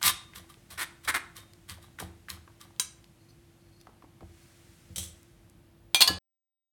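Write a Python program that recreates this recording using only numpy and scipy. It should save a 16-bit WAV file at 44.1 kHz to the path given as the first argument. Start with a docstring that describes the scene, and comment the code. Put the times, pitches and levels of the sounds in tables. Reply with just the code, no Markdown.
"""A steel ladle scrapes and presses boiled pods in a wire strainer: slips drum the mesh, friction rasps the wires.
One ringing ladle blow follows; then the strainer squeaks faintly on its handle and leans booming on the hob.
Utensils rattle further off as clusters of modes, then rim, pot and handle clatter in quickening contacts.
Dull knocks fall throughout. Under it all lie rumble, hum and a shifting hiss; a tiled kitchen answers the
close sounds with a noise tail, and everything stops dead just after the clatter."""
import sys
import numpy as np
from scipy import signal
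from scipy.fft import rfft, irfft, next_fast_len
from scipy.io import wavfile
from scipy.ndimage import map_coordinates

SR = 44100
rng = np.random.default_rng(int(sys.argv[2]) if len(sys.argv) > 2 else 0)


def generate_wav(signal):
    """Clip the signal to [-1, 1] and save it as 16-bit WAV at the path in sys.argv[1]."""
    frames = np.transpose(np.atleast_2d(signal))
    scaled = np.clip(frames, -1, 1) * 32767
    pcm = np.round(scaled).astype(np.int16)
    wavfile.write(sys.argv[1], SR, pcm)


N = 296352
T = np.arange(N) / SR
AGE = np.arange(int(SR * .7)) / SR  # time since a contact, in seconds

# hard scrapes over bare mesh: start_s, length_s, wire_rasp_db, mesh_drum_db, frame_ring_db,
# starting_slips_per_s, force_change_over_stroke_db
SCRAPES = [(.031, 0.082, -24.5, -34, -29.5, 900, 2.5), (0.775, .072, -38, -36.5, -53.5, 524, 5),
           (1.0751, .038, -33, -28, -49.5, 604, -1.5), (1.1413, .044, -36.5, -29, -46, 420, -8.5)]
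# the ladle digs into the pods and touches the mesh: touch_s, rubbing_db, tick_db, hob_bump_db
DIGS = [(.029, -41.5, -15.5, -38.5), (0.359, -48, -36, -46.5), (0.499, -58.5, -55.5, -65),
        (.713, -49.5, -39.5, -48.5), (1.048, -51, -43, -46), (1.367, -50, -32, -52.5),
        (1.697, -46, -30, -44.5), (1.828, -60.5, -47, -62), (2.001, -46, -42.5, -37),
        (2.302, -46, -22, -44.5), (2.614, -55, -37.5, -56)]
# the taut mesh as a drum: pitch_hz, level_db
MESH_COLOUR = [(60, -26.5), (330, -10), (470, -18.5), (750, -12.5), (950, -5.5), (1200, -2.5), (1900, 0.5),
               (2250, -1.5), (2600, -12.5), (4000, -20.5), (7000, -27.5), (17000, -43.5)]
# hiss of the mesh wires: pitch_hz, level_db
WIRE_COLOUR = [(300, -31), (1100, -7), (2400, 0.5), (3700, 5.5), (4500, 2), (7000, -2.5), (10000, -2),
               (11500, -4.5), (13000, -5.5), (16500, -10.5)]
# resonances of the mesh wires: pitch_hz, width_hz, level_db
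WIRE_MODES = [(4020, 110, 4), (8030, 250, 1), (8300, 130, 2.5), (9630, 340, 5.5), (10370, 60, 5),
              (10300, 100, -6.5), (12300, 110, -5), (13400, 150, 1)]
# resonances of the strainer's frame: pitch_hz, width_hz, level_db
FRAME_MODES = [(1050, 26, -4), (1182, 35, 1), (3130, 15, -6), (3370, 56, -7), (3680, 5.4, -0.5),
               (3730, 10, -8), (3906, 18, 0.5), (5860, 25, -11), (12430, 150, -10)]
# the loaded strainer rubs faintly on its handle: start_s, length_s, level_db
SQUEAKS = [(3.191, .075, -73.5), (3.285, 0.026, -61.5), (3.59, 0.29, -74.5), (3.797, .025, -61.5),
           (4.408, 0.037, -65.5), (4.464, 0.061, -85)]
# resonances that sing in the squeaks: pitch_hz, width_hz, level_db
SQUEAK_MODES = [(4334, 56, 3.5), (4900, 52, -2.5), (6080, 70, -5.5), (9600, 170, -11), (12150, 170, -13)]
# stray ticks of steel on wire: start_s, level_db, pitch_hz
STRAY_TICKS = [(.542, -48, 3000), (1.535, -41, 4270), (2.763, -51.5, 4000), (3.043, -46, 4400),
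               (3.813, -44.5, 4600), (5.231, -50, 8154), (5.498, -46.5, 7800)]
# steel blows: start_s, body_struck, crack_db, crack_t60_s, contact_spot_hz, ring_db, change_per_contact_db
BLOWS = [(2.7971, "ladle", -14, .021, 5900, -26.5, 0), (5.946, "rim", -11, 0.021, 3500, -17, -8),
         (6.0066, "pot", -13.5, .026, 4360, -19.5, 1.5), (6.0758, "handle", -15.5, .022, 4660, -17, -3.5)]
# chatter of each struck body: contacts, first_gap_s
CHATTER = {"ladle": (1, 0), "rim": (2, .011), "pot": (4, .0062), "handle": (2, .0045)}
# strong modes of the ladle, strainer rim, pot and handle: pitch_hz, level_db, t60_s
LADLE_MODES = [(1012, -16, .14), (1290, -18, .12), (1580, -20, .12), (2299, -20, .25), (2907, -9, .1),
               (3180, -10, .12), (5550, -13, .1), (3914, -11, .11), (5852, -15, .22), (6500, -11, .12),
               (7160, -18, .22), (8780, 0, .12), (10490, -12, .1), (11010, -18, .2), (12810, -14, .12),
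               (13300, -13, .07)]
RIM_MODES = [(780, -15, .12), (2397, -9, .38), (3100, -7, .08), (3265, -5, .12), (3553, -8, .11),
             (3818, 0, .19), (4344, -3, .08), (4700, -6, .035), (4931, -11, .06), (6029, -14, .18),
             (6105, -11, .11), (8253, -15, .11), (8900, -13, .08), (9500, -15, .08), (9780, -15, .08),
             (11150, -12, .08)]
POT_MODES = [(690, -14, .2), (1040, -13, .15), (2170, -12, .1), (2778, -5, .12), (3377, -3, .11),
             (3432, -4, .11), (3914, -7, .09), (4281, 1, .1), (4350, 2, .09), (4430, -2, .08),
             (4937, -3, .08), (5760, -13, .07), (6525, -11, .06), (8597, -1, .065), (9179, -14, .15),
             (11240, -11, .08), (11920, -13, .1), (13570, -9, .05)]
HANDLE_MODES = [(1040, -6.5, .15), (1340, -20.5, 0.28), (1700, -12, 0.24), (2955, -4.5, 0.13),
                (3248, -19, 0.2), (3785, -4.5, 0.115), (4440, 2.5, .04), (4860, -0.5, 0.046),
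                (4570, 3.5, 0.052), (6568, -11.5, 0.1)]
# colour of the crowd of weaker modes, ladle and pot: pitch_hz, level_db
LADLE_WASH = [(60, -49.5), (200, -27.5), (750, -15), (1200, -12), (3000, -5), (4400, -13.5), (6200, 0.5),
              (8500, -2.5), (12000, -9.5), (17000, -16.5)]
POT_WASH = [(40, -40.5), (130, -13.5), (300, -9.5), (480, -16.5), (720, -3.5), (1100, -2.5), (1600, -6.5),
            (3300, 0.5), (4600, -3.5), (5400, -8), (9500, -4), (13000, -6.5), (17000, -14.5)]
# what each struck body sounds with: strong modes, colour of the weaker crowd
BODIES = {
    "ladle": (LADLE_MODES, LADLE_WASH),
    "rim": (RIM_MODES, POT_WASH),
    "pot": (POT_MODES, POT_WASH),
    "handle": (HANDLE_MODES, POT_WASH),
}
# dull knocks on pods, bowl and pot: start_s, level_db, pitch_hz, following_thud_db
KNOCKS = [(0.015, -36.5, 1560, -58), (0.335, -44, 2030, -58), (1.987, -35.5, 1750, -50),
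          (2.002, -30, 860, -34), (2.285, -39.5, 1820, -58.5), (2.477, -45.5, 950, -61.5),
          (3.870, -42.5, 840, -48.5), (4.023, -48.5, 975, -43), (4.207, -42.5, 770, -49.5),
          (6.087, -25.5, 820, -28.5)]
# jostles of the utensils: start_s, level_db
RATTLE = [(4.9599, -29.5), (4.969, -37.5), (4.981, -27), (4.993, -37.5), (5.029, -38), (5.038, -40)]
# colour of the utensils' crowd of weaker modes: pitch_hz, level_db
UTENSIL_WASH = [(60, -30), (200, -18), (1400, -16), (2700, -10.5), (3300, -2), (5000, -9), (6300, -5),
                (9000, -8), (12000, -12.5), (16000, -15.5)]
# clusters of utensil modes: pitch_hz, width_hz, level_db
RATTLE_MODES = [(510, 40, -1), (3160, 59, 3), (3800, 200, -1), (5630, 89, 2.5), (6120, 130, 4.5),
                (7720, 230, 6), (8250, 180, -0.5), (9140, 200, 5), (11050, 200, 3), (11940, 150, 2)]
# the loaded strainer leans on the hob: start_s, level_db
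BUMPS = [(4.213, -43.5), (4.66, -55), (4.894, -44), (4.972, -37), (6.093, -33.5)]
# low modes of the hob: pitch_hz, level_db, t60_s
HOB_MODES = [(50, -17, 0.68), (80.5, -0.5, 0.58), (99, -1.5, 0.36), (136, -10, 0.27), (180.9, -3.5, .3),
             (250, -18.5, .2), (334, -11.5, 0.47), (497, -15.5, 0.18)]
# colour of the room rumble: pitch_hz, level_db
AIR_COLOUR = [(20, -30.5), (32, -16), (50, 3), (74, -2.5), (143, 1.5), (280, -9.5), (343, -9), (385, -17),
              (626, -15.5), (917, -20.5), (3700, -28), (7000, -36.5), (11900, -31.5), (17000, -45)]
# tones of the motor hum: pitch_hz, level_db
HUM = [(101, -69), (339, -67.5)]
# swell of the soft hiss: time_s, level_db
HISS_LEVEL = [(0, -67), (2.9, -70.5), (4.15, -74), (4.4, -63.5), (4.8, -64.5), (5.2, -67), (5.6, -78.5),
              (5.9, -83)]
# colour of the soft hiss: pitch_hz, level_db
HISS_COLOUR = [(500, -10.5), (2000, 0.5), (4000, -3.5), (9000, -3.5), (12000, -10), (17000, -13.5)]
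# decay of the tiled kitchen: pitch_hz, t60_s
KITCHEN_DECAY = [(100, 0.74), (1200, 0.46), (4000, 0.37), (9000, 0.33), (16000, 0.067)]

END_SPEED = .5  # share of its speed that the ladle keeps at the end of a stroke
FORCE_SHAPE = .4  # exponent on the half sine of force; lower holds longer
# digs: rubbing builds up to the touch, then dies as the pods stop the ladle
DIG_ATTACK_S, DIG_T60_S, DIG_LENGTH_S = .02, 0.31, .13
DIG_SLIPS_PER_S = 410  # at the start of the dig
DIG_DRUM_DB, DIG_FRAME_DB = -4.5, -3.5  # relative to the rubbing
TOUCH_HZ, TICK_T60_S = 4300, .006
# single wires catch after the touch: how many, within what time, how loud over the rubbing at first
CATCHES_PER_DIG, CATCH_SPREAD_S, CATCH_DB = 4, 0.048, 5.5
GAP_SHRINK = .8  # each gap of a chatter against the one before
REBOUND_S, REBOUND_DB, REBOUND_PITCH = .022, -8.5, 0.93  # each knock comes back once, softer and duller
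THUD_LAG_S, THUD_HZ = 0.017, 312  # the vessel settles after the knock
# pods topple after each dig: how many, within what time, how loud, around what pitch
PODS_PER_DIG, POD_FALL_S, POD_DB, POD_HZ = 2, 0.096, -54, 696
BUMP_LAG_S = 0.01  # the hob gives way just after the touch
CLIP_TOP = .7  # loud peaks are rounded off towards this level
END_S, TOP_HZ = 6.186, 16900  # where the sound stops; upper band limit


def amp(db):
    """Decibels to amplitude."""
    return 10 ** (np.asarray(db) / 20)


def unit(x):
    """Scale to rms 1."""
    return x / np.sqrt(np.mean(x ** 2) + 1e-20)


def along(points, hz):
    """Read a curve of (Hz, value) points on a log frequency axis."""
    f, v = np.transpose(points)
    return np.interp(np.log(hz + 1), np.log(f), v)


def fade(t, t60):
    """Exponential decay that loses 60 dB in t60 seconds."""
    return np.exp(-np.log(1000) * t / np.maximum(t60, 1e-4))


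def add(track, s, x):
    """Mix x into the track at time s."""
    i = max(round(s * SR), 0)
    track[i:i + len(x)] += x[:len(track) - i]


def filtered(x, gain):
    """Causal filter of unit energy with the given gain over frequency."""
    m = 2 * next_fast_len(len(x) // 2 + 4096)
    cep = irfft(np.log(unit(gain(np.fft.rfftfreq(m, 1 / SR))) + 1e-6))
    # folding the cepstrum forward gives minimum phase: no sound ahead of the contact
    cep[1:m // 2] *= 2
    cep[m // 2 + 1:] = 0
    return irfft(rfft(x, m) * np.exp(rfft(cep)))[:len(x)]


def coloured(x, points):
    """Send x through a (Hz, dB) spectrum."""
    return filtered(x, lambda hz: amp(along(points, hz)))


def resonance(hz, centre, width):
    """Gain of one resonance."""
    return hz * width / np.hypot(centre ** 2 - hz ** 2, hz * width)


def body(hz, modes):
    """Gain of a set of (Hz, width Hz, dB) resonances, summed in power."""
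    return np.sqrt(sum((amp(db) * resonance(hz, centre, width)) ** 2 for centre, width, db in modes))


def wobble(rate, size=N):
    """A smooth random curve, rate knots a second."""
    knots = rng.standard_normal(int(N * rate / SR) + 4)
    return map_coordinates(knots, [T[:size] * rate])


def burst(t60):
    """Dying white noise."""
    return rng.standard_normal(len(AGE)) * fade(AGE, t60)


def ring(modes, scatter_db):
    """Damped modes, starting near rms 1, at new strengths for each blow."""
    hz, db, t60 = np.transpose(modes)[:, :, None]
    size = amp(db + scatter_db * rng.standard_normal(hz.shape))
    waves = np.sin(2 * np.pi * (hz * AGE + rng.random(hz.shape))) * fade(AGE, t60)
    return np.sqrt(2) * (size * waves).sum(0) / np.linalg.norm(size)


def taps(rows, t60, width, click_db):
    """Short contacts that die at once, each around its own pitch, with a broad click on top."""
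    out = np.zeros(N)
    for s, db, centre in rows:
        def gain(hz):
            tone = resonance(hz, centre, width * centre) ** 2
            return tone + amp(click_db) * resonance(hz, centre, 2 * centre)
        add(out, s, amp(db) * filtered(burst(t60), gain))
    return out


def scrapes(spot_db=1.9, uneven_db=2):
    """Slips drum the mesh; uneven friction rasps the wires and feeds the frame, which varies by spot."""
    drum, rasp, frame = np.zeros((3, N))
    for s, force, rate, rasp_db, drum_db, frame_db in strokes():
        slips, friction = slipping(force, rate)
        friction = friction * unit(amp(uneven_db * wobble(160, size=len(force))))
        modes = [(hz, width, db + spot_db * rng.standard_normal()) for hz, width, db in FRAME_MODES]
        # room for the frame to ring on after the stroke
        drive = np.pad(friction, (0, len(AGE) - len(friction)))
        add(drum, s, -amp(drum_db) * slips)
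        add(rasp, s, amp(rasp_db) * friction)
        add(frame, s, amp(frame_db) * filtered(drive, lambda hz: body(hz, modes)))
    wires = filtered(rasp, lambda hz: amp(along(WIRE_COLOUR, hz)) + body(hz, WIRE_MODES))
    return coloured(drum, MESH_COLOUR) + frame + wires


def strokes():
    """Every move of the ladle as (start s, force, slips a second, rasp dB, drumming dB, frame dB)."""
    for s, length, rasp_db, drum_db, frame_db, rate, lean_db in SCRAPES:
        force = press(length)
        force = unit(force * amp(np.linspace(0, lean_db, len(force))))
        yield s, force, rate, rasp_db, drum_db, frame_db
    t = AGE[AGE < DIG_LENGTH_S]
    force = np.minimum(t / DIG_ATTACK_S, fade(t - DIG_ATTACK_S, DIG_T60_S))
    for s, db, _, _ in DIGS:
        yield s - DIG_ATTACK_S, force, DIG_SLIPS_PER_S, db, db + DIG_DRUM_DB, db + DIG_FRAME_DB


def press(length):
    """The force of one stroke: it comes quickly, holds and lets go."""
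    half_sine = np.sin(np.linspace(0, np.pi, int(max(length, .005) * SR)))
    return np.abs(half_sine) ** FORCE_SHAPE


def slipping(force, rate, slip_t60=0.0099, rub=1.0, size_db=1.0, jitter=.35, swell=0.59, grit_db=1.0):
    """The slowing ladle catches wire after wire: slips and friction, both as strong as the force."""
    n = len(force)
    chance = rng.standard_normal((200, 2))  # spacing and size of up to 200 slips
    wires_passed = np.cumsum(rate * END_SPEED ** np.linspace(0, 1, n)) / SR
    gaps = np.exp(jitter * chance[:, 0])
    # the first wire lies only a fifth of its gap away
    at = np.searchsorted(wires_passed, np.cumsum(gaps) - .8 * gaps[0])
    slips = np.bincount(at[at < n], amp(size_db * chance[at < n, 1]), n)
    # friction flares after each slip, on top of steady rubbing, and grows faster than the force
    flares = unit(np.convolve(slips, fade(AGE[:n], slip_t60))[:n])
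    grip = (flares + rub) * force ** (1 + swell)
    noise, grit = rng.standard_normal((2, len(AGE)))[:, :n]
    strength = np.sqrt(np.mean(force ** 2))
    return strength * unit(slips * force), strength * unit(grip * noise * amp(grit_db * grit))


def ticks(pitch_octaves=1.2, loss_db=9):
    """Each dig ticks on the mesh, then a few wires catch, the later the fainter; stray ticks join them."""
    rows = list(STRAY_TICKS)
    for s, rub_db, tick_db, _ in DIGS:
        rows.append((s, tick_db, TOUCH_HZ))
        for late, high in rng.random((CATCHES_PER_DIG, 2)):
            db = rub_db + CATCH_DB - loss_db * late
            rows.append((s + late * CATCH_SPREAD_S, db, TOUCH_HZ * 2 ** (pitch_octaves * (high - .5))))
    return taps(rows, t60=TICK_T60_S, width=1.1, click_db=-18)


def squeaks(uneven_db=3):
    """Light, uneven rubbing of steel on steel sings in a few resonances."""
    force = np.zeros(N)
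    for s, length, db in SQUEAKS:
        add(force, s, amp(db) * press(length))
    rubbing = force * amp(uneven_db * wobble(65)) * rng.standard_normal(N)
    return filtered(rubbing, lambda hz: body(hz, SQUEAK_MODES))


def clinks(spot_db=9, spot_width=0.3, wash_t60=0.13, wash_db=-16):
    """Blows chatter ever faster; contacts crack at their spot's pitch, wake weak modes and ring strong ones."""
    out = np.zeros(N)
    for s, name, crack_db, crack_t60, spot, ring_db, step_db in BLOWS:
        modes, wash = BODIES[name]
        contacts, gap = CHATTER[name]

        def contact(hz):
            peak = amp(spot_db) * resonance(hz, spot, spot_width * spot) ** 2
            return amp(along(wash, hz)) * (1 + peak)

        for k in range(contacts):
            crack = filtered(burst(crack_t60), contact)
            crack = crack + amp(wash_db) * coloured(burst(wash_t60), wash)
            ringing = ring(modes, scatter_db=3.0)
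            add(out, s, amp(k * step_db) * (amp(crack_db) * crack + amp(ring_db) * ringing))
            s += gap * GAP_SHRINK ** k
    return out


def knocks(pod_octaves=1.0):
    """A dull knock, its rebound and the vessel's low settling thud; soft pods topple after each dig."""
    rows = []
    for s, db, centre, thud_db in KNOCKS:
        rows.append((s, db, centre))
        rows.append((s + REBOUND_S, db + REBOUND_DB, centre * REBOUND_PITCH))
        rows.append((s + THUD_LAG_S, thud_db, THUD_HZ))
    for s, _, _, _ in DIGS:
        for late, high in rng.random((PODS_PER_DIG, 2)):
            rows.append((s + late * POD_FALL_S, POD_DB, POD_HZ * 2 ** (pod_octaves * (high - .5))))
    return taps(rows, t60=0.029, width=0.66, click_db=-26.5)


def rattle(crack_t60=0.032, wash_t60=0.24, wash_db=-9):
    """A heap of thin steel jostles: so many modes that only their clusters stand out."""
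    out = np.zeros(N)
    for s, db in RATTLE:
        add(out, s, amp(db) * (burst(crack_t60) + amp(wash_db) * burst(wash_t60)))
    return filtered(out, lambda hz: np.hypot(amp(along(UTENSIL_WASH, hz)), body(hz, RATTLE_MODES)))


def bumps(rise_t60=0.049):
    """Every dig and every lean of the strainer sets the hob's low modes booming."""
    out = np.zeros(N)
    for s, db in BUMPS + [(s + BUMP_LAG_S, db) for s, _, _, db in DIGS]:
        add(out, s, amp(db) * ring(HOB_MODES, scatter_db=3) * (1 - fade(AGE, rise_t60)))
    return out


def background(air_db=-60, waver_db=2):
    """Room rumble, a motor hum wavering in level and phase, and a soft hiss that swells and sinks."""
    air = amp(air_db + 0.31 * wobble(3.6)) * coloured(rng.standard_normal(N), AIR_COLOUR)
    hum = np.zeros(N)
    for hz, db in HUM:
        tone = np.sqrt(2) * np.sin(2 * np.pi * hz * T + 1.2 * wobble(19))
        hum += amp(db + waver_db * wobble(13)) * tone
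    hiss_level = amp(np.interp(T, *np.transpose(HISS_LEVEL)))
    hiss = hiss_level * coloured(rng.standard_normal(N), HISS_COLOUR)
    return air + hum + hiss


def kitchen(x, wet_db, build_t60=0.044):
    """Direct sound plus the tiled room's tail, in which treble dies first."""
    hz, t, z = signal.stft(rng.standard_normal(len(AGE)), SR, nperseg=256)
    z = z * fade(t, along(KITCHEN_DECAY, hz)[:, None])
    tail = signal.istft(z, SR)[1][:len(AGE)] * (1 - fade(AGE, build_t60))
    return x + amp(wet_db) * signal.fftconvolve(x, tail / np.linalg.norm(tail))[:N]


def scene():
    """Stirring, knocks and steel blows close by, the utensils further off, all over the background."""
    stirring = scrapes() + squeaks() + ticks()
    near = kitchen(stirring, wet_db=-14.5) + kitchen(knocks(), wet_db=-12.5) + kitchen(clinks(), wet_db=-14.5)
    far = kitchen(rattle(), wet_db=-10.0)
    return (near + far + bumps() + background())[None]


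def record(dry):
    """Loud peaks are rounded off and the sound stops dead; nothing above the band limit is kept."""
    rounded = dry / (1 + (dry / CLIP_TOP) ** 4) ** (1 / 4)
    m = next_fast_len(N + SR // 2)
    spectrum = rfft(rounded * (T < END_S), m)
    return irfft(spectrum * (np.fft.rfftfreq(m, 1 / SR) < TOP_HZ), m)[:, :N]


dry = scene()
out = record(dry)
generate_wav(out)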